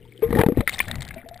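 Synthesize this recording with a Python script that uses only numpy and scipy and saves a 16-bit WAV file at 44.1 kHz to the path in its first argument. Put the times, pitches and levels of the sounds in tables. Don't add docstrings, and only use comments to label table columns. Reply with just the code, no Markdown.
import sys
import numpy as np
from scipy import signal
from scipy.fft import rfft, irfft, next_fast_len
from scipy.io import wavfile

SR = 44100
rng = np.random.default_rng(int(sys.argv[2]) if len(sys.argv) > 2 else 0)


def bounce(signal):
    frames = np.transpose(np.atleast_2d(signal))
    limited = np.clip(frames, -1, 1)
    pcm = np.round(limited * 32767).astype(np.int16)
    wavfile.write(sys.argv[1], SR, pcm)


N = 61739
TIME = np.arange(N) / SR


def from_db(db):
    return 10 ** (np.asarray(db) / 20)


def rms_one(x):
    return x / np.sqrt(np.mean(x ** 2) + 1e-20)


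def level(curve):
    return from_db(np.interp(TIME, *np.transpose(curve)))


def coloured(x, colour):
    hz, db = np.transpose(colour)
    size = 2 * next_fast_len(N)
    bin_hz = np.arange(size // 2 + 1) * SR / size
    gain = rms_one(from_db(np.interp(np.log(bin_hz + 1), np.log(hz), db)))
    cepstrum = irfft(np.log(gain))
    cepstrum[1:size // 2] *= 2
    cepstrum[size // 2 + 1:] = 0
    return irfft(rfft(x, size) * np.exp(rfft(cepstrum)))[:N]


def envelope(start, swell, fade, hold=0):
    age = np.maximum(TIME - start, 0)
    rising = np.sin(np.pi / 2 * np.minimum(age / swell, 1))
    return rising * from_db(-60 * np.clip((age - swell - hold) / fade, 0, 3))


def bubble(start, hz, swell, fade, rise_per_s=0):
    age = np.maximum(TIME - start, 0)
    return envelope(start, swell, fade) * np.sin(2 * np.pi * hz * age * (1 + rise_per_s * age / 2))


def click(start):
    return signal.unit_impulse(N, int(start * SR))


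def ring(clicks, hz, fade):
    decay = from_db(-60 / (fade * SR))
    step = 2 * np.pi * hz / SR
    return signal.lfilter([0, np.sin(step)], [1, -2 * decay * np.cos(step), decay ** 2], clicks + 1e-18)


# time in seconds, level in dB.
PUMP_LEVEL = [(.2, -47.5), (1.2, -57)]
# frequency in Hz, relative level in dB.
RUSH_COLOUR = [(60, -15), (125, 2.5), (200, 4.5), (380, 10), (480, 15.5), (620, -28.5), (1400, -16.5),
               (2200, -5), (3700, -37), (5500, -48), (9000, -47), (15000, -37.5)]


def pump(hum_hz=120, rush_db=-4):
    hum = np.sin(2 * np.pi * hum_hz * TIME)
    rush = from_db(rush_db) * coloured(rng.standard_normal(N), RUSH_COLOUR)
    return level(PUMP_LEVEL) * (hum + rush)


# time in seconds, level in dB.
CHURN_LEVEL = [(0, -45), (.2, -67.5), (.26, -30.5), (.33, -28), (.395, -25), (.44, -41), (.55, -40),
               (.597, -18.5), (.635, -43.5), (.76, -41), (.80, -35), (.85, -37.5), (.90, -32), (1.0, -30.5),
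               (1.05, -38.5), (1.14, -39.5), (1.21, -53), (1.4, -47)]
# frequency in Hz, relative level in dB.
RUMBLE_COLOUR = [(15, 0), (30, 0), (60, 3), (130, -1.5), (200, -4.5), (320, -14.5), (480, -24.5),
                 (700, -22), (1200, -39), (3000, -58)]


def churn():
    return level(CHURN_LEVEL) * coloured(rng.standard_normal(N), RUMBLE_COLOUR)


def cloud(low_hz, high_hz, colour, per_s, cycles, spread_db=4.5):
    strengths = from_db(spread_db * np.minimum(rng.exponential(1, N), 4))
    strengths *= rng.choice([-1, 1], N)
    born = rng.random(N) < per_s / SR
    pitches = np.geomspace(low_hz, high_hz, 48)
    chosen = rng.integers(0, len(pitches), N)
    rings = sum(hz * ring(strengths * born * (chosen == k), hz, cycles / hz)
                for k, hz in enumerate(pitches))
    return rms_one(coloured(rings, colour))


# time in seconds, level in dB.
SMALL_LEVEL = [(0, -87), (.215, -61), (.228, -37.5), (.28, -51), (.33, -42), (.40, -32.5), (.45, -54),
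               (.55, -46), (.6, -37.5), (.655, -59.5), (.73, -40), (.82, -44), (.9, -37.5), (.98, -44),
               (1.02, -44.5), (1.2, -46.5), (1.27, -58.5), (1.4, -53)]
FINEST_LEVEL = [(0, -67.5), (.29, -60.5), (.40, -44.5), (.46, -68.5), (.58, -63), (.66, -62.5), (.72, -43),
                (.745, -35.5), (.768, -48.5), (.825, -41), (.86, -49), (.98, -60), (1.1, -60.5),
                (1.25, -72.5)]
# frequency in Hz, relative level in dB.
SMALL_COLOUR = [(450, 1), (620, 6), (780, 7.5), (1000, -4), (1300, -1), (2100, 5.5), (2900, -10.5),
                (3700, -5.5), (5000, -25)]
FINEST_COLOUR = [(2500, 12.5), (3700, 9), (5000, -1), (6200, -8.5), (8500, 2.5), (11000, -7.5)]


def fizz():
    small = cloud(513, 3600, SMALL_COLOUR, per_s=1500, cycles=21)
    finest = cloud(2900, 9230, FINEST_COLOUR, per_s=1200, cycles=36)
    return level(SMALL_LEVEL) * small + level(FINEST_LEVEL) * finest


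# start in seconds, relative level in dB.
HOUSING_TICKS = [(0.6072, -33.5), (0.677, -21), (0.693, -16), (0.771, -36), (0.7907, -22), (0.828, -39),
                 (0.8815, -24.5), (0.9118, -21), (0.955, -22), (1.0066, -24.5), (1.0197, -22.5),
                 (1.026, -24.5), (1.05, -29.5), (1.0778, -32), (1.0867, -28), (1.1426, -32), (1.287, -29.5),
                 (1.2925, -40.5), (1.3424, -33.5), (1.3748, -39.5)]
# frequency in Hz, relative level in dB.
SNAP_COLOUR = [(500, 0), (1200, 1.5), (2000, 9), (2800, 0), (3700, 7.5), (4600, 2), (5900, -7.5),
               (6900, -1), (8600, -3.5), (11000, -23), (15000, -15)]


def ticks(gain_db=-5, plink_db=-15, swell_s=0.002):
    bursts = sum(from_db(db) * envelope(start, swell_s, fade=0.009) for start, db in HOUSING_TICKS)
    sound = bursts * rng.standard_normal(N)
    pitches = rng.uniform(3000, 7500, len(HOUSING_TICKS))
    for (start, db), hz in zip(HOUSING_TICKS, pitches):
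        snap = from_db(db) * click(start + swell_s)
        sound += snap + from_db(plink_db) * ring(snap, hz, fade=0.01)
    return from_db(gain_db) * coloured(sound, SNAP_COLOUR)


# start in seconds, pitch in Hz, level in dB, fade in seconds.
BRIEF_TONES = [(0.028, 2860, -50, 0.018), (0.05, 3370, -52, 0.024), (.052, 910, -48.5, 0.058),
               (.122, 2226, -42, 0.027), (0.177, 3120, -40, 0.0088), (.224, 1219, -40.5, 0.21),
               (.226, 2243, -36.5, 0.054), (.231, 1058, -34, 0.15), (.3505, 1840, -24.5, 0.096),
               (.4135, 3165, -21.5, 0.005), (0.4142, 2074, -12.5, 0.006), (.4345, 2500, -24.5, 0.016),
               (.435, 845, -15, 0.038), (.6759, 2003, -6.5, 0.01), (.6762, 1330, -16, 0.02),
               (0.6825, 1970, -17.5, 0.018), (.6885, 3660, -26.5, 0.008), (.6885, 1700, -25.5, 0.0055),
               (.6935, 2094, -15, 0.024), (.7265, 2520, -31.5, 0.024), (.7380, 3800, -24, 0.018),
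               (.7460, 3650, -24.5, 0.014), (.7838, 2060, -23, 0.018), (.7898, 5400, -29, .009),
               (.7902, 6630, -29, 0.0063), (.7905, 1950, -22, 0.02), (.7918, 3500, -24, 0.017),
               (.8024, 2232, -7, 0.015), (.8025, 1830, -12.5, .025), (.8025, 1068, -17, 0.02),
               (0.8068, 2410, -16, 0.03), (0.8832, 1810, -27, 0.015), (.9135, 1850, -28, 0.035),
               (.9135, 3620, -23, 0.013), (1.1085, 1677, -28.5, 0.024), (1.1075, 2150, -30, 0.039),
               (1.1805, 2320, -35, 0.06)]


def pops_and_overtones(wobble_depth=0.37, wobble_hz=337):
    smoothing = signal.butter(2, wobble_hz, fs=SR, output="sos")
    strength, phase = wobble_depth * rms_one(signal.sosfilt(smoothing, rng.standard_normal((2, N))))
    wobble = np.sqrt(np.abs(1 + strength)) * np.exp(1j * phase)
    rings = np.zeros(N, complex)
    for start, hz, db, fade in BRIEF_TONES:
        tone = np.exp(2j * np.pi * hz * (TIME - start))
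        rings += from_db(db) * envelope(start, swell=0.00019, fade=fade, hold=0.0013) * tone
    return np.imag(rings * wobble)


def tiny_bubbles(start, within_s, count=7):
    pitches = 600 * 8 ** ((np.arange(count) + rng.random(count)) / count)
    delays = within_s * rng.random(count)
    return sum((-1) ** k * np.sqrt(hz / pitches.mean()) * ring(click(start + delays[k]), hz, fade=0.02)
               for k, hz in enumerate(pitches))


# frequency in Hz, relative level in dB.
SPRAY_COLOUR = [(300, -0.5), (850, 4.5), (1400, -5), (2000, 2), (2900, -19.5), (3700, -10), (5500, -40),
                (8500, -17.5), (15000, -50)]


def spray(bursts, hiss_db=-6.5, bubbles_db=-14.5, swell_s=0.0025):
    hiss, bubbles = np.zeros((2, N))
    for start, db in bursts:
        hiss += from_db(db + hiss_db) * envelope(start, swell_s, fade=0.016)
        bubbles += from_db(db + bubbles_db) * tiny_bubbles(start, swell_s)
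    return coloured(hiss * rng.standard_normal(N) + bubbles, SPRAY_COLOUR)


# pitch in Hz, relative level in dB, fade in seconds.
HOUSING_NOTES = [(237, -29, 0.041), (464, -1, 0.047), (690, -19.5, 0.025), (817, -13, 0.047),
                 (1142, -19, 0.021), (1850, -15.5, 0.021), (2150, -46.5, 0.025)]


def housing(knocks):
    return sum(from_db(db) * ring(knocks, hz, fade) for hz, db, fade in HOUSING_NOTES)


# start in seconds, pitch in Hz, then relative levels in dB of thump, knock and spray.
AIR_POCKETS = [(0.2229, 432, -15.5, -20, -33), (0.2893, 218, -16, -30, -39), (0.306, 255, -9, -17.5, -27.5),
               (0.3273, 427, -23, -14, -18.5), (0.34, 162, -9, -20.5, -48), (0.3511, 283, -15, -16, -21.5),
               (0.36, 314, -3, -13.5, -52), (0.3717, 253, -11, -9, -34), (0.386, 840, -35, -13.5, -16.5),
               (.3905, 145, -2.5, -6.5, -38), (0.3921, 374, -0.5, -20, -20), (.4020, 318, -9, -7, -23.5),
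               (0.4074, 264, -4.5, -29, -18), (0.4127, 457, -15, -14, -7.5), (0.4363, 594, -5.5, -7, -29),
               (0.4626, 193, -0.5, -11.5, -14.5), (0.4861, 320, 1, -31, -33), (0.4965, 320, -8, -26.5, -53),
               (0.5209, 255, -7, -22, -31), (0.573, 313, -3.5, -18.5, -29), (0.581, 179, -35, -20.5, -32),
               (0.585, 92.3, -10.5, -47, -35), (0.6059, 299, -10.5, -15.5, -13.5)]


def gurgle(swell_cycles=0.54, fade_cycles=3.23):
    thumps, knocks = np.zeros((2, N))
    bursts = []
    for start, hz, thump_db, knock_db, spray_db in AIR_POCKETS:
        thumps += from_db(thump_db) * bubble(start, hz, swell_cycles / hz, fade_cycles / hz)
        knocks += from_db(knock_db) * click(start)
        bursts.append((start, spray_db))
    return thumps + housing(knocks) + spray(bursts)


# start in seconds, starting pitch in Hz, level in dB, swell in seconds, fade in seconds.
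LARGE_BUBBLES = [(.190, 340, -34.5, 0.0021, 0.047), (0.2215, 433, -7.5, 0.016, 0.12),
                 (0.3277, 464, -16, 0.0017, 0.098), (.3720, 840, -22, 0.007, 0.062),
                 (.3880, 884, -18.5, 0.013, 0.038), (0.4853, 459, -14.5, 0.014, 0.083),
                 (0.5261, 282, -24, 0.0025, 0.072), (.575, 225.4, -13, .003, 0.066),
                 (.621, 550, -31.5, 0.014, 0.049), (0.949, 124.8, -29, 0.041, 0.24),
                 (1.161, 638, -30, 0.0044, 0.14), (1.162, 360, -40, 0.0066, 0.067),
                 (1.165, 232.4, -34.5, 0.0073, 0.13), (1.24, 251, -38, 0.0015, 0.1),
                 (1.247, 455, -42.5, 0.0028, 0.18), (1.260, 655, -33.5, 0.0028, 0.13),
                 (1.311, 671, -32, 0.003, 0.13), (1.357, 703, -34.5, 0.0025, 0.079)]


def bloops():
    return sum(from_db(db) * bubble(start, hz, swell, fade, rise_per_s=1.7)
               for start, hz, db, swell, fade in LARGE_BUBBLES)


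def scene():
    sound = pump() + churn() + fizz() + ticks() + pops_and_overtones() + gurgle() + bloops()
    return np.array([sound, sound])


def record(dry, overload=0.64, mirror_hz=12000, sheen_db=2.5, cutoff_hz=15900, right_db=-7.5):
    clipped = np.clip(dry, -overload, overload)
    smoothing = signal.butter(2, 4500, fs=SR, output="sos")
    slope = signal.sosfilt(smoothing, np.diff(clipped, prepend=0))
    sheen = from_db(sheen_db) * slope * np.cos(2 * np.pi * mirror_hz * TIME)
    treble_cut = signal.cheby2(12, 50, cutoff_hz, fs=SR, output="sos")
    return signal.sosfilt(treble_cut, clipped + sheen) * from_db([[0], [right_db]])


dry = scene()
out = record(dry)
bounce(out)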